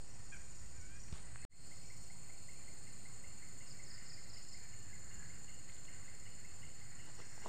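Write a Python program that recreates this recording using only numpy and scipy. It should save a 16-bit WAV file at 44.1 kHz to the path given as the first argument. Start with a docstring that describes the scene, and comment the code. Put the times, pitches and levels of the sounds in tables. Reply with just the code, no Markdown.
"""Daytime grove by a slow stream

Cicadas and crickets sing in steady bands, made of pulsed noise rung by body resonances and of combs of close lines.
Small callers peep and chirp as gliding tones or blurred notes, and a far fowl crows in hoarse harmonics; all echo
off the trunks. Shaped noise makes air, far water and wind. A hand bumps, taps and rustles near the microphone as
short rings, pushes and noise grains. An edit cuts to silence and fades in."""
import sys
import numpy as np
from scipy import signal
from scipy.fft import rfft, irfft, next_fast_len
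from scipy.io import wavfile
from scipy.ndimage import uniform_filter1d

SR = 44100
rng = np.random.default_rng(int(sys.argv[2]) if len(sys.argv) > 2 else 0)


def master(y):
    """Save y as 16-bit WAV."""
    cut = np.clip(np.atleast_2d(y).T, -1, 1)
    pcm = np.round(cut * 32767)  # scale
    wavfile.write(sys.argv[1], SR, pcm.astype(np.int16))


def undo_db(level):
    """Turn decibels back into plain size, where 20 dB means ten times bigger."""
    steps = np.asarray(level, float) / 20
    return 10 ** steps


N = 329906
T = np.arange(N) / SR
CUT_S = 1.4506  # the edit's hard cut

# singers' levels, a row before and a row after the cut:
# (cicadas [dB], their overtone [dB], high buzz [dB], crickets [dB], far chorus [dB])
SINGER_LEVELS = [(-62.5, -84.5, -68, -74, -70.5), (-61.5, -81.5, -67.5, -70.5, -72)]


def evened(x):
    """Scales to rms 1."""
    return x / np.sqrt(np.mean(x ** 2) + 1e-20)


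def add(mix, s, sound):
    """Mixes a sound in at time s."""
    part = mix[round(s * SR):][:len(sound)]
    part += sound[:len(part)]


def curve(rows):
    """Straight lines through a table of (time [s], value)."""
    return np.interp(T, *np.transpose(rows))


def across_cut(table, column):
    """One column of a two-row table: first row before the cut, second after."""
    return np.where(T < CUT_S, table[0][column], table[1][column])


def bout(s, hold, db, rise, fall):
    """Gain that rises to db at time s, holds, and dies away; rise and fall are seconds per 60 dB."""
    late = np.maximum((s - T) / rise, (T - s - hold) / fall)
    return undo_db(db - 60 * np.maximum(0, late))


def slow(top_hz):
    """Slow chance of rms 1: sines from 0.1 Hz to top_hz, weaker as they quicken."""
    t = T[::64]
    waves = sum(np.sin(2 * np.pi * (f * t + rng.random())) / np.sqrt(f) for f in np.geomspace(.1, top_hz, 24))
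    return evened(waves).repeat(64)[:N]


def body(x, modes, order=3):
    """Resonances (centre [Hz], width [Hz], level [dB]) adding in power; a high order darkens the valleys."""
    size = next_fast_len(len(x))
    hz = np.fft.rfftfreq(size, 1 / SR)
    power = sum(undo_db(2 * db) / (1 + ((hz - f) / w) ** 2) ** order for f, w, db in modes)
    return evened(irfft(rfft(x, 2 * len(hz) - 2) * np.sqrt(power))[:len(x)])


def strokes(rate, share, wander):
    """A smooth gate that opens for a share of every cycle, its rate wandering slightly."""
    turns = np.cumsum(rate * (1 + wander * slow(2.1))) / SR + rng.random()
    return np.sin(np.pi * np.minimum(turns % 1 / np.clip(share, .05, 1), 1)) ** 2


def sweep(hz, to_hz, length, bend=1):
    """A short gliding tone with soft ends."""
    u = np.arange(round(length * SR)) / (length * SR)
    glide = hz + (to_hz - hz) * u ** bend
    return np.sin(2 * np.pi * np.cumsum(glide) / SR) * np.sin(np.pi * u) ** .8


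def air():
    """Air and far water: noise built from random short-time spectra with drifting patches."""
    # colour of the bed: (frequency [Hz], relative level per Hz [dB])
    colour = [(60, -33.5), (130, 2), (200, -5), (340, -10), (700, -14), (1300, -17), (2050, -22),
              (2700, -18), (3400, -26.5), (4050, -24), (5900, -30.5), (8500, -13), (9500, -36.5),
              (10300, -78), (15500, -81)]
    level_db, patchy_db = -62.5, 1.0
    frames, hz = N // 256 + 5, np.fft.rfftfreq(1024, 1 / SR)
    real, imaginary, patches = rng.standard_normal((frames, 513, 3)).T
    patches = evened(uniform_filter1d(uniform_filter1d(patches, 10, 0), 16, 1))
    f, db = np.transpose(colour)
    tilt = np.interp(np.log(hz + 1), np.log(f), db)[:, None]
    spectra = (real + 1j * imaginary) * undo_db(tilt + patchy_db * patches)
    return undo_db(level_db) * evened(signal.istft(spectra, nperseg=1024, noverlap=768)[1][:N])


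def wind():
    """Wind rumble on the microphone: two bands of low noise that swell together with the gusts."""
    # a row before and a row after the cut: (deep level [dB], upper level [dB])
    levels = [(-57, -63), (-63.5, -65)]
    # slow swell of the wind: (time [s], level [dB])
    swell = [(0, -2), (.9, -1.5), (1.44, 1.5), (1.7, 0), (3.5, -0.5), (4, -0.5), (5.8, 1), (6.5, 2.5),
             (7.48, -3.5)]
    gusts = 1.0 * slow(5.2) + curve(swell)  # gusts of 1 dB rms
    deep = body(rng.standard_normal(N), [(44.3, 69, 0)])
    upper = body(rng.standard_normal(N), [(106.4, 26, 0), (150.5, 33.4, -5.5)])
    return deep * undo_db(across_cut(levels, 0) + gusts) + upper * undo_db(across_cut(levels, 1) + gusts)


def murmur():
    """Far birds blurred together: flickering noise in the band of their voices."""
    # swell before a trim of -4.5 dB: (time [s], level [dB])
    swell = [(0, -71.5), (1.04, -69), (1.44, -65), (1.7, -74.5), (2.52, -74.5), (2.87, -69), (3.31, -70.5),
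             (4.03, -63.5), (4.23, -70), (5.11, -67), (5.93, -66), (6.21, -67.5), (7.0, -65.5),
             (7.48, -63.5)]
    chance = uniform_filter1d(uniform_filter1d(rng.standard_normal(N), 1500), 1500)
    flicker = undo_db(3.0 * evened(chance))
    voices = body(rng.standard_normal(N) * flicker, [(1600, 340, -2.5), (1969, 244, 1.5), (2300, 200, -10.0)])
    return voices * undo_db(curve(swell) - 4.5)


def fowl():
    """A harmonic cry whose lowest tone is lost on the way; hoarseness makes it waver and flutter."""
    # one table a cry: (time [s], relative level [dB], pitch [Hz], hoarseness [0-1])
    cries = [
        [(.315, -70, 820, .65), (.328, -57, 815, .65), (.354, -57, 795, .65), (.375, -64, 750, .65),
         (.39, -71, 810, .4), (.45, -72, 815, .3)],
        [(.74, -74, 790, .4), (.795, -70, 790, .4), (.805, -76, 735, .3), (.82, -68, 737, .3),
         (.86, -68, 755, .3), (.885, -77, 768, .3), (.915, -65, 792, .25), (.97, -66, 812, .25),
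         (1.0, -74, 830, .3)],
    ]
    # harmonics heard: (multiple of the pitch, relative level [dB])
    orders = [(2, 0), (3, 0), (4, -14)]
    out = np.zeros(N)
    for rows in cries:
        s, *columns = np.transpose(rows)
        t = np.arange(s[0], s[-1], 1 / SR)
        db, hz, hoarse = (np.interp(t, s, c) for c in columns)
        chance = rng.standard_normal((len(t), 2))
        chance = uniform_filter1d(uniform_filter1d(chance, 110, 0), 80, 0)
        waver, flutter = (evened(v) for v in chance.T)
        turns = np.cumsum(hz * (1 + 0.033 * hoarse * waver)) / SR
        cry = sum(undo_db(d) * np.sin(2 * np.pi * k * turns) for k, d in orders)
        add(out, s[0], undo_db(db) * cry * (1 + hoarse * flutter) * signal.windows.tukey(len(t), .1))
    return out


def warbles():
    """Far warbles: 31 short rising beats a second, no two alike in time, level or pitch."""
    # (start [s], length [s], typical beat level before the mix [dB], pitch [Hz])
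    trills = [(1.81, .11, -70, 2300), (2.234, .1, -73, 2300), (2.552, .14, -72, 2370),
              (2.932, .11, -72, 2370), (3.31, .1, -70, 2320), (3.716, .1, -72, 2300),
              (4.085, .1, -75, 2410), (4.57, .12, -70.5, 2330), (4.547, .27, -70, 1763),
              (4.839, .45, -69.5, 1680), (3.846, .4, -72.5, 1850)]
    out = np.zeros(N)
    for s, length, db, hz in trills:
        beats = np.arange(0, length, 1 / 31)
        for beat, (a, b, c) in zip(beats, rng.standard_normal((len(beats), 3))):
            centre = hz + 25 * c
            add(out, s + beat + .003 * a, undo_db(db + 3 * b) * sweep(centre - 50, centre + 50, .02))
    return out


def blurred_notes():
    """Far notes smeared into narrow noise that starts in 6 ms and falls 60 dB in half a second."""
    # level before a trim of -3 dB: (time [s], level [dB], pitch [Hz])
    notes = [(1.379, -65, 2590), (1.4398, -75, 2590), (2.494, -71, 2750), (2.8654, -70, 2800),
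             (3.237, -68, 2780), (3.6042, -67.5, 2810), (3.9769, -69, 2840), (4.356, -68, 2870),
             (4.7246, -67, 2840), (5.1083, -65.5, 2820), (5.329, -70, 2770), (5.4819, -64.5, 2860),
             (5.876, -65, 2830), (6.0494, -70, 2710), (6.2586, -63.5, 2840), (6.45, -67, 2680),
             (6.6215, -63, 2870), (6.9892, -63, 2850), (7.1871, -66.5, 2730), (7.42, -63, 2860)]
    out, t = np.zeros(N), np.arange(9000) / SR
    for s, db, hz in notes:
        smear = body(rng.standard_normal(9000), [(hz, 160, 0)])
        add(out, s - .005, undo_db(db - 3) * smear * np.minimum(t / .006, 1) * undo_db(-60 * t / .5))
    return out


def peeps():
    """Rising peeps: 20 ms tones that glide up, quickest at the start."""
    # (time 5 ms into the peep [s], level [dB])
    calls = [(1.4237, -59), (1.5224, -57.5), (1.714, -57.5), (1.9021, -57.5), (2.1011, -57),
             (2.2957, -58.5), (2.4872, -56.5), (2.6778, -58.5), (2.8699, -58.5), (3.0555, -56.5),
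             (3.2405, -56.5), (3.4246, -57), (3.6082, -59), (3.7963, -56), (3.9789, -60.5), (4.1759, -57),
             (4.363, -59), (4.5436, -56.5), (4.7311, -59.5), (4.9297, -55.5), (5.1133, -59), (5.2984, -58),
             (5.4904, -58.5), (5.6905, -57.5), (5.883, -57.5), (6.0801, -56.5), (6.2652, -58.5),
             (6.4467, -57.5), (6.6318, -55.5), (6.8124, -59), (6.9985, -58), (7.216, -57.5), (7.4305, -57)]
    out = np.zeros(N)
    for s, db in calls:
        add(out, s - .005, undo_db(db) * sweep(1800, 2230, .02, bend=.55))
    return out


def chirp_runs():
    """Runs of steeply falling chirps, evenly spaced, the first of each run softer."""
    # (first chirp [s], last chirp [s], level after the first [dB], top pitch [Hz], chirp length [s])
    runs = [(.0712, .1421, -62, 6120, .014), (.2967, .3666, -61, 6130, .014),
            (.5187, .5886, -62.5, 6100, 0.016), (.7756, .8111, -61, 6110, 0.015),
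            (.9637, 1.034, -57, 6120, 0.015), (3.672, 3.7063, -55, 5640, 0.027),
            (3.866, 3.943, -54, 5570, .025), (4.062, 4.134, -53.5, 5640, 0.027),
            (4.298, 4.372, -53, 5590, .025), (4.4887, 4.529, -53, 5600, 0.026)]
    gap_s, fall_hz_per_s, first_db = .036, 47500, -4.5
    lead = .3  # share of a chirp that sounds ahead of its listed time
    out = np.zeros(N)
    for first, last, db, hz, length in runs:
        chirp = sweep(hz, hz - fall_hz_per_s * length, length)
        times = np.linspace(first, last, round((last - first) / gap_s) + 1)
        for k, s in enumerate(times):
            add(out, s - lead * length, undo_db(db + first_db * (k == 0)) * chirp)
    return out


def grove(x, t60=0.89, gap=.012):
    """Echoes off trunks and bank: sparse taps of random sign dying away; paths shift as leaves and callers move."""
    out = 0
    for k in range(3):  # three echo patterns fade into one another
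        at = np.arange(0, SR, 22) + rng.integers(0, 22, (SR + 21) // 22)
        echoes = np.zeros(2 * SR)
        echoes[at + round(gap * SR)] = rng.choice([-1., 1.], len(at)) * undo_db(-60 * at / SR / t60)
        window = np.sqrt(2 / 3) * np.cos(np.pi * (T / .61 + k / 3))  # the three squares sum to one
        out = out + signal.fftconvolve(x * window, echoes / np.linalg.norm(echoes))[:N]
    return out


def rubbing():
    """Cloth rustle and a hand sliding on the rod: grainy noise in broad bands, swelling and dying."""
    # hand on the rod: (time [s], level [dB])
    scuffs = [(7.085, -60), (7.195, -56), (7.38, -68), (7.42, -66), (7.464, -48.5)]
    # cloth: (time [s], hold [s], level [dB], rise over 60 dB [s], fall over 60 dB [s])
    rustles = [(1.128, .05, -62, .01, .3), (5.68, .15, -74, .1, .3), (7.06, .03, -70, .1, .3),
               (7.2, 0, -65, .1, .23), (7.465, .02, -60, .15, .2)]
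    grit = uniform_filter1d(rng.exponential(1, N // 64 + 1).repeat(64)[:N], 64)
    grains = rng.standard_normal(N) * undo_db(1.5 * grit)
    rod = body(grains[::-1], [(345, 270, 0), (870, 230, 0)])
    cloth = body(grains, [(390, 270, -3), (1240, 2500, 1.5), (3240, 3400, 0), (10500, 10000, -38)])
    rod = rod * sum(bout(s, 0, db, .07, .11) for s, db in scuffs)
    return rod + cloth * sum(bout(*row) for row in rustles)


def taps():
    """Hand and rod: short rings, each with a noisy crack; a lower ring swells and dies more slowly."""
    # (time [s], level [dB], ring [Hz], crack relative to the ring [dB])
    hits = [(1.085, -49, 2300, -20), (1.126, -46, 2380, 0), (1.3587, -39, 1600, -25),
            (5.69, -50, 2500, -10), (5.698, -47, 2300, -10), (5.721, -53, 3000, 1), (5.766, -52, 3000, -15),
            (5.853, -52, 2980, -6), (7.085, -56, 950, -20), (7.097, -54, 750, -24), (7.192, -53, 980, -18),
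            (7.201, -47, 980, -10), (7.378, -47.5, 750, -18), (7.42, -54, 816, -20), (7.443, -53, 825, -18),
            (7.4605, -33.5, 807, -24), (7.474, -50, 486, -16)]
    out, t = np.zeros(N), np.arange(1500) / SR
    lowpass = signal.butter(3, 5000, fs=SR)
    cracks = evened(signal.lfilter(*lowpass, rng.standard_normal((len(hits), 1500))))
    for (s, db, hz, crack_db), crack in zip(hits, cracks):
        contact = 0.45 / hz  # the ring's envelope peaks after 0.45 cycles
        ring = t / contact * np.exp(1 - t / contact) * np.sin(2 * np.pi * hz * t)
        add(out, s, undo_db(db) * (ring + undo_db(crack_db - 60 * t / 0.0061) * crack))
    return out


def bump():
    """One low push on the microphone: a quick dip of pressure, then a longer rebound."""
    # (level [dB], push [s], rebound [s], rebound relative to the push [dB])
    db, push, rebound, rebound_db = (-36.5, .0046, .012, -3)
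    start_s = 1.1258
    out, t = np.zeros(N), np.arange(1500) / SR

    def lobe(length, skew):
        return np.sin(np.pi * np.minimum(t / length, 1) ** skew)

    add(out, start_s, -undo_db(db) * lobe(push, 1))
    add(out, start_s + push, undo_db(db + rebound_db) * lobe(rebound, 0.42))
    return out


def crickets():
    """Even wing strokes ring a narrow wing, so each song is a comb of close lines; far ones blur to noise."""
    # (one line [Hz], strokes [per s], wing resonance [Hz], width [Hz], relative level [dB])
    songs = [(4188, 76.2, 4235, 70, 0), (4350, 38.2, 4335, 50, -2), (4409, 44, 4420, 50, -8)]
    # swell of the whole choir: (time [s], level [dB])
    swell = [(0, .3), (1, -3), (1.44, 5), (1.7, .3), (3.1, -0.5), (4.4, 1.5), (4.8, 0.8), (7.48, -1.5)]
    choir = 1.5 * body(rng.standard_normal(N), [(4335, 200, 0)], order=6)
    for line, rate, hz, width, db in songs:
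        drift = np.cumsum(3.5 * slow(8)) / SR  # 3.5 Hz rms, shared by the lines of a song
        for f in line + rate * np.arange(-3, 4):
            wing = 1 / (1 + ((f - hz) / width) ** 4)
            choir += undo_db(db + 3.0 * slow(3)) * wing * np.sin(2 * np.pi * (f * T + drift))
    return evened(choir) * undo_db(across_cut(SINGER_LEVELS, 3) + curve(swell))


def low_singer():
    """A faint singer just below the crickets: a narrow noise band that slowly swells and fades."""
    # (time of the peak [s], level [dB])
    swells = [(3.0, -77), (4.3, -76), (5.7, -84)]
    band = body(rng.standard_normal(N), [(4070, 150, 0)])
    return band * sum(bout(s, 0, db, 1.1, 1.1) for s, db in swells)


def far_chorus():
    """Far singers blurred into one fluttering noise band."""
    # (centre [Hz], width [Hz], relative level [dB])
    modes = [(4740, 590, -3), (5270, 340, -5), (5600, 130, -14)]
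    # (time [s], level [dB])
    swell = [(0, 0.5), (1.44, -3), (1.7, 4), (2.1, -2), (3.1, -0.2), (4.9, -3.5), (5.8, -3), (7.48, 2)]
    band = body(rng.standard_normal(N) * undo_db(1.6 * slow(11)), modes, order=5)
    return band * undo_db(across_cut(SINGER_LEVELS, 4) + curve(swell))


def rasp():
    """A rasping singer near 5.5 kHz: noise pulsed 28 times a second."""
    # (time [s], hold [s], level [dB])
    bouts = [(0, 1.1, -79), (1.85, .2, -73), (7.2, .3, -70.5)]
    pulsed = rng.standard_normal(N) * (1 + strokes(28, .6, .02))
    band = body(pulsed, [(5300, 450, 0), (5700, 350, -1)], order=4)
    return band * sum(bout(*row, .7, 0.32) for row in bouts)


def high_buzz():
    """A high buzz: noise beaten about 135 times a second over an unpulsed floor, rung by a body."""
    # (centre [Hz], width [Hz], relative level [dB])
    modes = [(8500, 310, -2), (8020, 500, -0.5), (8700, 150, -2), (9524, 425, -17), (8920, 450, -7.5)]
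    # (time [s], level [dB])
    swell = [(0, 0), (1, -1), (1.2, 3), (1.44, 3), (1.7, 1), (3.1, 2), (4.4, -3), (5, -2), (5.8, -0.5),
             (7.48, 0.5)]
    beats = evened(strokes(135.5, .6, .003)) * undo_db(3 * slow(2)) + 3.2
    buzz = body(beats * rng.standard_normal(N), modes, order=5)
    return buzz * undo_db(across_cut(SINGER_LEVELS, 2) + curve(swell))


def cicadas():
    """Ribs buckle in bursts, four to a group, and ring the body; far singers blur to noise in the same bands."""
    # body resonances after the cut: (centre [Hz], width [Hz], relative level [dB])
    ribs = [(7217, 184, 7.5), (6966, 530, 3.5), (7900, 62, -10.5), (7010, 310, -14.5)]
    # a lower mix of singers before the cut: (centre [Hz], width [Hz], relative level [dB])
    ribs_before = [(7170, 220, 4), (6970, 540, 5), (7960, 62, -10), (7010, 310, -14)]
    # overtone band after the cut: (centre [Hz], width [Hz], relative level [dB])
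    top = [(14520, 330, 0), (13950, 550, -7), (13400, 350, -15), (15000, 250, -16), (15300, 170, -12)]
    # overtone band before the cut: (centre [Hz], width [Hz], relative level [dB])
    top_before = [(14400, 300, -1), (14000, 350, 0), (13400, 350, -9), (14950, 250, -9), (15300, 170, -7)]
    # the singers' swell: (time [s], level [dB])
    effort = [(0, -2), (.6, 0.5), (1.44, -1.5), (1.8, 0.5), (3.1, 0.5), (4.4, 0.5), (4.8, 0.5), (5.8, 0.2),
              (7.2, -0.2), (7.48, 1.5)]
    groups = np.cumsum(19.85 * (1 + .008 * slow(2))) / SR  # 19.85 groups a second, wandering
    bursts = .5 + np.cos(4 * np.pi * groups) ** 2
    gate = evened(bursts * (1 + .7 * np.cos(2 * np.pi * groups)))

    def song(modes, far):
        return body((gate + far) * rng.standard_normal(N), modes, order=4)

    main = np.where(T < CUT_S, song(ribs_before, 1.5), song(ribs, 1.5))
    overtone = np.where(T < CUT_S, song(top_before, 1.4), song(top, 1.4))
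    main = main * undo_db(across_cut(SINGER_LEVELS, 0) + curve(effort) + .8 * slow(6))
    return main + overtone * undo_db(across_cut(SINGER_LEVELS, 1) + curve(effort))


def scene():
    """All sources at one microphone, with the callers and the fowl echoing in the grove."""
    callers = murmur() + blurred_notes() + peeps() + chirp_runs()
    far_callers = warbles()
    cry = fowl()
    echoes = grove(undo_db(-3.5) * callers + far_callers + undo_db(-9.5) * cry)
    voices = callers + undo_db(2.0) * far_callers + cry + echoes
    singers = crickets() + low_singer() + far_chorus() + rasp() + high_buzz() + cicadas()
    handling = rubbing() + taps() + bump()
    return (air() + wind() + voices + handling + singers)[None]


def top_cut(x):
    """Nothing passes above the cut-off."""
    return signal.sosfilt(signal.butter(12, 16230, fs=SR, output="sos"), x)


def record(dry):
    """The converter adds a steady offset; the edit cuts both to silence, then fades them in straight."""
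    offset = .0093  # of full scale
    fade_from_s, fade_s = 1.495, .165
    fade_in = np.clip((T - fade_from_s) / fade_s, 0, 1)
    edit = np.where(T < CUT_S, 1, fade_in)
    return top_cut((dry + offset) * edit)


dry = scene()
out = record(dry)
master(out)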